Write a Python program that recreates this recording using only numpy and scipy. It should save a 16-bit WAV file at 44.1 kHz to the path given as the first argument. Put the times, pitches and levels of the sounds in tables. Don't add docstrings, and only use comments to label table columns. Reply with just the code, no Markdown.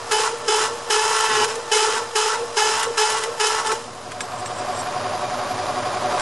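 import sys
import numpy as np
from scipy import signal
from scipy.fft import rfft, irfft
from scipy.io import wavfile
from scipy.ndimage import uniform_filter1d

SR = 44100
rng = np.random.default_rng(int(sys.argv[2]) if len(sys.argv) > 2 else 0)


def boost_factor(decibels):
    exponent = np.asarray(decibels, float) / 20
    return 10 ** exponent


def persist_wave(psi):
    counts = np.round(np.clip(psi, -1, 1) * 32767).astype(np.int16)
    wavfile.write(sys.argv[1], SR, np.atleast_2d(counts).T)


N = 273861
TIME = np.arange(N) / SR
STEP = 32

# frequency in Hz, density in dB per Hz.
ROAR_SPECTRUM = [(190, -50), (330, -19.5), (597, -9.5), (664, -9), (728, -9), (873, -9.5), (1060, -8.5),
                 (2240, -22), (5420, -25.5), (8040, -31), (10900, -33.5), (11600, -26), (12500, -114),
                 (16200, -144), (22000, -120)]
RUMBLE_SPECTRUM = [(50, -12), (85, -10), (113, 7), (179, -3), (205, -4), (247, 6.5), (340, -12), (440, -39),
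                   (750, -120)]
HUM_SPECTRUM = [(8.8, -29), (15, -18), (19, 3), (32, -2), (65, 3), (90, -1), (120, -23), (200, -120)]
# frequency in Hz, width in Hz, level in dB.
HOUSING_MODES = [(369, 73, -9.5), (596.3, 11, -5.5), (1096, 146, -6.5)]
BEARING_WHISTLES = [(3741, 10, -21), (2390, 10, -19)]
# frequency in Hz, level in dB, swell in dB, lag in turns.
GEAR_LINES = [(377.3, -14.5, 6, 0), (633, -10, 1, 1), (603, -18, 8.5, 0.27), (584.5, -14, 9.5, 0.44)]
MAIN_MESH = (728.7, -4, 10.5, 0)
BELT_DRONE = (99.5, -4.5, 3.5, 3.5)
PULSING_WHISTLE = (4810, -20, 6, 0)
# time in seconds, level in dB.
IDLE_GAIN = [(0, -40), (3.75, -40.5), (3.85, -43.5), (4.04, -43), (4.16, -40), (4.7, -34.5), (5.3, -33),
             (6.0, -32), (6.21, -29.5)]
# centre in seconds, half length in seconds, depth in dB.
BASS_DIPS = [(.2, 0.09, -2.5), (.52, 0.057, -19), (.97, 0.065, -36), (1.08, .06, -5), (1.21, 0.092, -8),
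             (1.8, 0.086, -26), (2.23, 0.12, -26), (2.6, 0.075, -8), (3.03, 0.064, -36),
             (3.445, 0.059, -30)]
SHAFT_HZ, SHAFT_PEAK_S = 11.06, 4.519
HUM_DB = -62.5
BASS_DB, GROWL_BASS_DB, CUT_BASS_DB = -4, 6, -4.5
BASS_FOLLOW = 0.64

# start in seconds, peak in dB, main ring in Hz, rim rings in dB.
BORE_KNOCKS = [
    (3.6681, -11, 3052, -17),
    (3.716, -11, 1555, -21),
    (4.1172, -16.5, 1568, -38),
    (4.2052, -8.5, 1650, -24),
    (4.4578, -16, 1740, -18),
    (6.1948, -9.5, 1560, -21),
]
# multiple of the main ring, level in dB.
KNOCK_PARTIALS = [(1, 0.5), (1.32, -5), (1.55, -6.5), (2.1, -10), (2.9, -17)]
# frequency in Hz, width in Hz, level in dB.
RIM_MODES = [(7450, 72, 10.5), (8100, 85, 10.5), (5590, 182, 7.5)]
# slip in seconds, swell in seconds, level in dB.
RIM_SQUEAKS = [
    (4.22, .02, -39),
    (4.41, 0.11, -47),
    (4.47, .02, -46),
    (4.6, 0.095, -44),
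    (4.81, .12, -38),
]
SWELL_DB, SLIP_S = -21, 0.011
LIFT_S, LIFT_DB, LIFT_FADE_S = 3.76, -9.5, 0.21

# start in seconds, peak in dB.
CHIP_SNAPS = [(0.1187, 3), (0.4818, -15), (0.905, 1), (1.2986, -15), (1.4417, 1.5), (1.553, -7),
              (1.718, -19), (2.161, -2), (2.5731, -19), (2.7954, -3), (2.8292, 1), (2.9774, -4),
              (3.0989, 0.5), (3.182, -3.5), (3.2113, -25), (3.235, -1), (3.405, -18), (3.468, 0),
              (3.6607, -6), (3.7176, -3.5)]
RISE_S = .003
BLOW_HZ, BLOW_DB = 1620, -16

# frequency in Hz, density in dB per Hz.
SCRAPE_SPECTRUM = [(350, -60), (600, -115), (717, -20), (878, -16), (1010, -16.5), (1320, -15.5),
                   (2340, -19), (3010, -15.5), (4410, -21), (5070, -24.5), (6710, -16), (10900, -24),
                   (12500, -46), (16200, -77), (22000, -120)]
# frequency in Hz, width in Hz, level in dB.
CUP_MODES = [(1330, 8, -17), (1740, 310, -20), (2670, 230, -5.5), (3255, 53, -9), (4050, 76, 0.5),
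             (5000, 340, -12), (5060, 280, 8.5), (5550, 340, 4), (6860, 67, -14), (9170, 13, -2),
             (11200, 190, -4)]
PLATE_MODES = [(800, 4.6, -18.5), (959, 14, -7), (1100, 280, -9.5), (1335, 46, -3)]
# multiple of the chatter, level in dB.
OVERTONES = [(2, 3.5), (3, -6), (4, -4)]
CUP_OVERTONES = [(4, -8), (5, -12), (6, -7), (7, -3), (8, -13), (9, -15.5), (11, -10), (12, -5), (13, -13),
                 (15, -9)]
HALF_LINES = [(1.5, -20.5), (2.5, 5), (3.5, -0.5), (4.5, -1.5), (5.5, -8.5), (6.5, -3), (7.5, -16),
              (8.5, -9), (9.5, -10.5)]
# time in seconds, share from 0 to 1.
GROWL = [(1.28, 0), (1.3, 1), (1.45, 1), (1.475, 0)]
# catch in seconds, hold in seconds, scrape in dB, chatter in dB, chatter change over the hold in dB.
BITES = [
    (.115, 0.16, -22, -26, -3),
    (.482, 0.18, -20.5, -19, -12),
    (0.904, 0.28, -20.5, -22, -14),
    (1.719, 0.26, -19.5, -21.5, -10),
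    (2.157, 0.19, -21, -23.5, -8.5),
    (2.572, .27, -20, -22.5, -14),
    (2.977, .2, -20.5, -24, -9.5),
    (3.401, 0.2, -21, -24, -10.5),
]
GRIPS = [
    (1.09, 0.18, -23.5, -26.5, -4.5),
    (1.29, 0.15, -24, -29, 5),
    (1.48, 0.029, -29, -28.5, -1.5),
    (3.2, .04, -30, -30, -4),
    (3.65, 0.072, -29, -33, 6.5),
]
# centre in seconds, peak in dB, half length in seconds.
RING_UPS = [(0.336, -27, 0.018), (0.728, -28.5, 0.043), (1.58, -28.5, 0.035), (2.02, -30.5, 0.024),
            (2.416, -26.5, 0.044), (2.895, -27, 0.046), (2.961, -32, 0.017), (3.274, -27.5, 0.054)]
TEETH_HZ = 53
CATCH_RISE_S, GRIP_RISE_S, LET_GO_S = .009, .02, .045
CREEP_S, CREEP_DB = 0.024, 8.5
THIN_DB_PER_S, RUB_DB, RUB_TONE_DB = 29, -40.5, -40
CUT_HZ, FREE_HZ, CLIMB_HZ_PER_S = 428, 469.3, 55
SHALLOW_HZ, GROWL_SINK_HZ = 9, 9
OVER_DB, OVER_KNEE_DB, OVER_TRADE = -26, -24.5, 0.67
OVER_DROP, BUILD_S, OVER_FOLLOW = 0.99, 0.07, 0.25
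HALF_DB, HALF_GROW_DB = -54.5, 23.5
WEAR_LINE_DB, WEAR_GRAIN_DB = -5.5, 5

# frequency in Hz, side minus mid in dB.
SIDE_SPECTRUM = [(60, -51), (150, -15), (360, -23), (880, -24.5), (2160, -15.5), (5290, -16.5),
                 (13000, -10.5)]
LEAN_DB = -0.48
CEILING = 1
# frequency in Hz, share of bands lost from 0 to 1.
DROPOUT = [(100, 0), (7000, .004), (8800, .03), (10000, .08), (10800, .2), (11250, .5), (11450, 1),
           (22000, 1)]


def evened(x):
    return x / np.sqrt(np.mean(x ** 2) + 1e-20)


def curves(rows, t=TIME):
    s, *columns = np.transpose(rows)
    return [np.interp(t, s, c) for c in columns]


def bumps(rows, t):
    return sum(height * np.clip(2 - 2 * abs(t - s) / half, 0, 1) for s, half, height in rows)


def drift(ms):
    size = max(int(ms * SR / 1000), 2)
    smooth = uniform_filter1d(rng.standard_normal(N), size)
    return evened(uniform_filter1d(smooth, size))


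def coloured(x, points):
    f, db = np.transpose(points)
    hz = np.fft.rfftfreq(N, 1 / SR)
    gain_db = np.interp(np.log(hz + 1), np.log(f + 1), db)
    return irfft(rfft(x) * boost_factor(gain_db), N)


def resonate(x, hz, width):
    b, a = signal.iirpeak(hz, hz / max(width, 2), SR)
    return signal.lfilter(b, a, x)


def modes(x, rows):
    return sum(boost_factor(db) * evened(resonate(x, hz, width)) for hz, width, db in rows)


def gear(hz, db, swell_db, lag):
    shaft = 2 * np.pi * (SHAFT_HZ * (TIME - SHAFT_PEAK_S) - lag)
    turns = hz * TIME + .025 * np.sin(shaft) + .02 * drift(30) + rng.random()
    return boost_factor(db + swell_db * np.cos(shaft) + drift(53)) * np.cos(2 * np.pi * turns)


def machine():
    growl, = curves(GROWL)
    idle_db, = curves(IDLE_GAIN)
    gain_db = idle_db + 0.7 * bumps(BASS_DIPS, TIME)
    bass_db = BASS_FOLLOW * (idle_db + 36) - 36 + BASS_DB
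    bass_db += CUT_BASS_DB * (TIME < LIFT_S) + GROWL_BASS_DB * growl

    roar_swell_db = 0.57 * np.cos(2 * np.pi * SHAFT_HZ * (TIME - SHAFT_PEAK_S + 0.021))
    noise = rng.standard_normal(N) * boost_factor(1.2 * drift(2.8) + roar_swell_db)
    whistle_swell = boost_factor(1.9 * np.cos(2 * np.pi * SHAFT_HZ * (TIME - SHAFT_PEAK_S)))
    rings = modes(noise, HOUSING_MODES) + whistle_swell * modes(noise, BEARING_WHISTLES)
    roar = boost_factor(-0.97) * evened(coloured(noise, ROAR_SPECTRUM)) + boost_factor(-8.0) * rings

    slack = np.interp(TIME, [3.75, 4.3], [.2, 1])
    whine = gear(*PULSING_WHISTLE) + slack * gear(*MAIN_MESH)
    whine += np.sqrt(slack) * sum(gear(*line) for line in GEAR_LINES)
    rumble = evened(coloured(rng.standard_normal(N), RUMBLE_SPECTRUM)) + gear(*BELT_DRONE)
    return boost_factor(gain_db + 5) * (roar + whine) + boost_factor(bass_db - 2.2) * rumble


def bore_knocks():
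    t, knocks = np.arange(3000) / SR, np.zeros(N)
    decay = boost_factor(-60 * t / 0.035)
    for s, db, hz, rim_db in BORE_KNOCKS:
        ring = decay * sum(boost_factor(d) * np.sin(2 * np.pi * k * hz * t) for k, d in KNOCK_PARTIALS)
        crack = 1.6 * decay * uniform_filter1d(rng.standard_normal(len(t)), size=3)
        rim = sum(boost_factor(rim_db + d - 60 * t / 0.098) * np.sin(2 * np.pi * f * t) for f, _, d in RIM_MODES)
        knock = boost_factor(db - 9) * np.minimum(t / RISE_S, 1) * (ring + crack + rim)
        part = knocks[round(s * SR):][:len(t)]
        part += knock[:len(part)]
    return knocks


def rim_squeaks():
    swells = [db + SWELL_DB * np.maximum((s - TIME) / swell, (TIME - s) / SLIP_S)
              for s, swell, db in RIM_SQUEAKS]
    level_db = np.max(swells, axis=0)
    return boost_factor(level_db - 8.0) * modes(rng.standard_normal(N), RIM_MODES)


def snaps():
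    t, puffs = np.arange(1500) / SR, np.zeros(N)
    onset = np.minimum(t / RISE_S, 1)
    for s, db in CHIP_SNAPS:
        part = puffs[round(s * SR):][:len(t)]
        part += boost_factor(db - 8.0 - 60 * t / 0.048) * onset * rng.standard_normal(len(t))
    for s, *_ in BITES:
        part = puffs[round(s * SR):][:len(t)]
        part += boost_factor(BLOW_DB - 60 * t / 0.082) * onset * np.sin(2 * np.pi * BLOW_HZ * t)
    return coloured(puffs, [(f, .5 * db + 3.5) for f, db in SCRAPE_SPECTRUM])


def engagement():
    t = np.arange(0, N + STEP, STEP) / SR
    lift = LIFT_DB * np.clip((t - LIFT_S) / LIFT_FADE_S, 0, 1)
    rub_db, rub_tone_db, rub_half_db = RUB_DB + .5 * lift, RUB_TONE_DB + lift, HALF_DB + lift
    scrape_db, tone_db, half_db = rub_db, rub_tone_db, rub_half_db
    held, pull, wear = np.zeros((3, len(t)))
    for rows, rise, thin in ((BITES, CATCH_RISE_S, THIN_DB_PER_S), (GRIPS, GRIP_RISE_S, 0)):
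        for s, hold, db, chatter_db, fade_db in rows:
            inside = np.clip(t - s, 0, hold)
            done = inside / hold
            let_go = np.exp(-np.maximum(t - s - hold, 0) / LET_GO_S)
            grip = np.clip((t - s) / rise + 1, 0, 1) * let_go
            creep = CREEP_DB * np.exp(-abs(t - s) / CREEP_S) * (t < s)
            scrape_lift = np.maximum(creep, grip * (db - thin * inside - RUB_DB))
            tone_lift = np.maximum(creep, grip * (chatter_db + fade_db * done - RUB_TONE_DB))
            scrape_db = np.maximum(scrape_db, rub_db + scrape_lift)
            tone_db = np.maximum(tone_db, rub_tone_db + tone_lift)
            half_db = np.maximum(half_db, rub_half_db + grip * HALF_GROW_DB * done)
            held = np.maximum(held, grip * min(hold / BUILD_S, 1))
            wear = np.maximum(wear, grip * done ** 2 * (thin > 0))
            climb = CLIMB_HZ_PER_S * inside if thin else SHALLOW_HZ
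            pull = np.maximum(pull, grip ** 2 * (FREE_HZ - CUT_HZ - climb))
    over_db = OVER_DB - OVER_TRADE * np.maximum(tone_db - OVER_KNEE_DB, 0) - 10 * OVER_DROP * (1 - held)
    over_db += lift + OVER_FOLLOW * (scrape_db + 22)
    for s, db, half in RING_UPS:
        tone_db = np.maximum(tone_db, db - 10 * ((t - s) / half) ** 4)
    sink = GROWL_SINK_HZ * uniform_filter1d(curves(GROWL, t - .03)[0], size=100)
    return curves(np.transpose([t, FREE_HZ - pull - sink, tone_db, over_db, scrape_db, half_db, wear]))


def fluttering(lines, turns):
    total = np.zeros(N)
    for k, db in lines:
        phase = k * turns + .07 * drift(9) + rng.random()
        total += boost_factor(db + 3 * drift(12)) * np.cos(2 * np.pi * phase)
    return total


def cutting():
    hz, tone_db, over_db, scrape_db, half_db, wear = engagement()
    growl, = curves(GROWL)
    half_db = np.maximum(half_db, -90 + 62 * growl)
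    load = np.clip((scrape_db + 46.5) / 10, 0, 1)
    throb = boost_factor(2.2 * np.cos(2 * np.pi * (TEETH_HZ * TIME + .15 * drift(40))))

    turns = np.cumsum(hz * (1 + 0.00512 * drift(7.5))) / SR
    tone = np.sqrt(2) * boost_factor(tone_db - .4 + 2.6 * drift(9)) * np.cos(2 * np.pi * (turns + .07 * drift(7)))
    locked = np.cumsum(np.minimum(hz, 441) * (1 + .0025 * drift(8))) / SR
    whole = fluttering(OVERTONES, locked)
    high = fluttering(CUP_OVERTONES, locked)
    half = fluttering(HALF_LINES, locked)

    cycle_gate = .6 + np.exp(-(turns % 1) / .3)
    grit = cycle_gate * rng.standard_normal(N) * boost_factor(1.1 * drift(2.5))
    plate = modes(grit, PLATE_MODES)
    body = boost_factor(-0.5 + WEAR_LINE_DB * wear) * whole + boost_factor(-4 + WEAR_GRAIN_DB * wear) * plate
    buzz = boost_factor(over_db) * throb * body + boost_factor(half_db - 2.0) * half * load ** 2
    squeal = boost_factor(1.5 * (scrape_db + 21) - 24 - 8 * wear + 2 * growl) * high

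    scrape = evened(coloured(grit, SCRAPE_SPECTRUM)) + boost_factor(-6.5) * evened(modes(grit, CUP_MODES))
    scrape_level = boost_factor(scrape_db - .6 - 2 * growl + .7 * drift(25)) * throb ** .3
    return tone + load * buzz + squeal + scrape_level * evened(scrape)


def shop(x):
    taps = np.zeros(12000)
    at = np.arange(200, len(taps) - 22, 22)
    signs = rng.choice([-1., 1.], len(at))
    taps[at + rng.integers(0, 22, len(at))] = signs * boost_factor(-60 * at / SR / 0.17)
    return signal.fftconvolve(x, taps / np.linalg.norm(taps))[:N]


def scene():
    near = machine() + bore_knocks() + rim_squeaks() + snaps() + cutting()
    hum_mid, hum_side = [boost_factor(HUM_DB) * evened(coloured(rng.standard_normal(N), HUM_SPECTRUM)) for _ in range(2)]
    mid = near + boost_factor(-23) * shop(near) + hum_mid
    side = coloured(shop(near), SIDE_SPECTRUM) + boost_factor(-12) * hum_side
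    return np.array([boost_factor(LEAN_DB / 2) * mid + side, boost_factor(-LEAN_DB / 2) * mid - side])


def band_dropouts(x):
    hz, t, z = signal.stft(x, SR, nperseg=1024)
    lost = np.interp(hz, *np.transpose(DROPOUT))[:, None]
    idle_notch = np.outer(abs(hz - 8000) < 320, (t > 4.85) & (t < 6.15))
    lost = lost + 0.68 * idle_notch
    chance = rng.random((len(t) // 3 + 1, len(hz) // 4 + 1))
    chance = chance.repeat(3, axis=0).repeat(4, axis=1).T[:len(hz), :len(t)]
    kept = z * ((chance > lost) + 1e-4)
    kept *= boost_factor(np.outer((hz > 88) & (hz < 345), bumps(BASS_DIPS, t)))
    stray = (chance > .965) * ((hz > 11450) & (hz < 13300))[:, None]
    kept[1] += boost_factor(-7) * stray * np.roll(z[1], 50, axis=0)
    return signal.istft(kept, SR, nperseg=1024)[1][:, :N]


def low_pass(x):
    return signal.sosfilt(signal.butter(12, 13550, fs=SR, output="sos"), x)


def record(dry):
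    soft = CEILING * np.tanh(dry / CEILING)
    mix = band_dropouts(soft) - .0037
    return low_pass(mix)


dry = scene()
out = record(dry)
persist_wave(out)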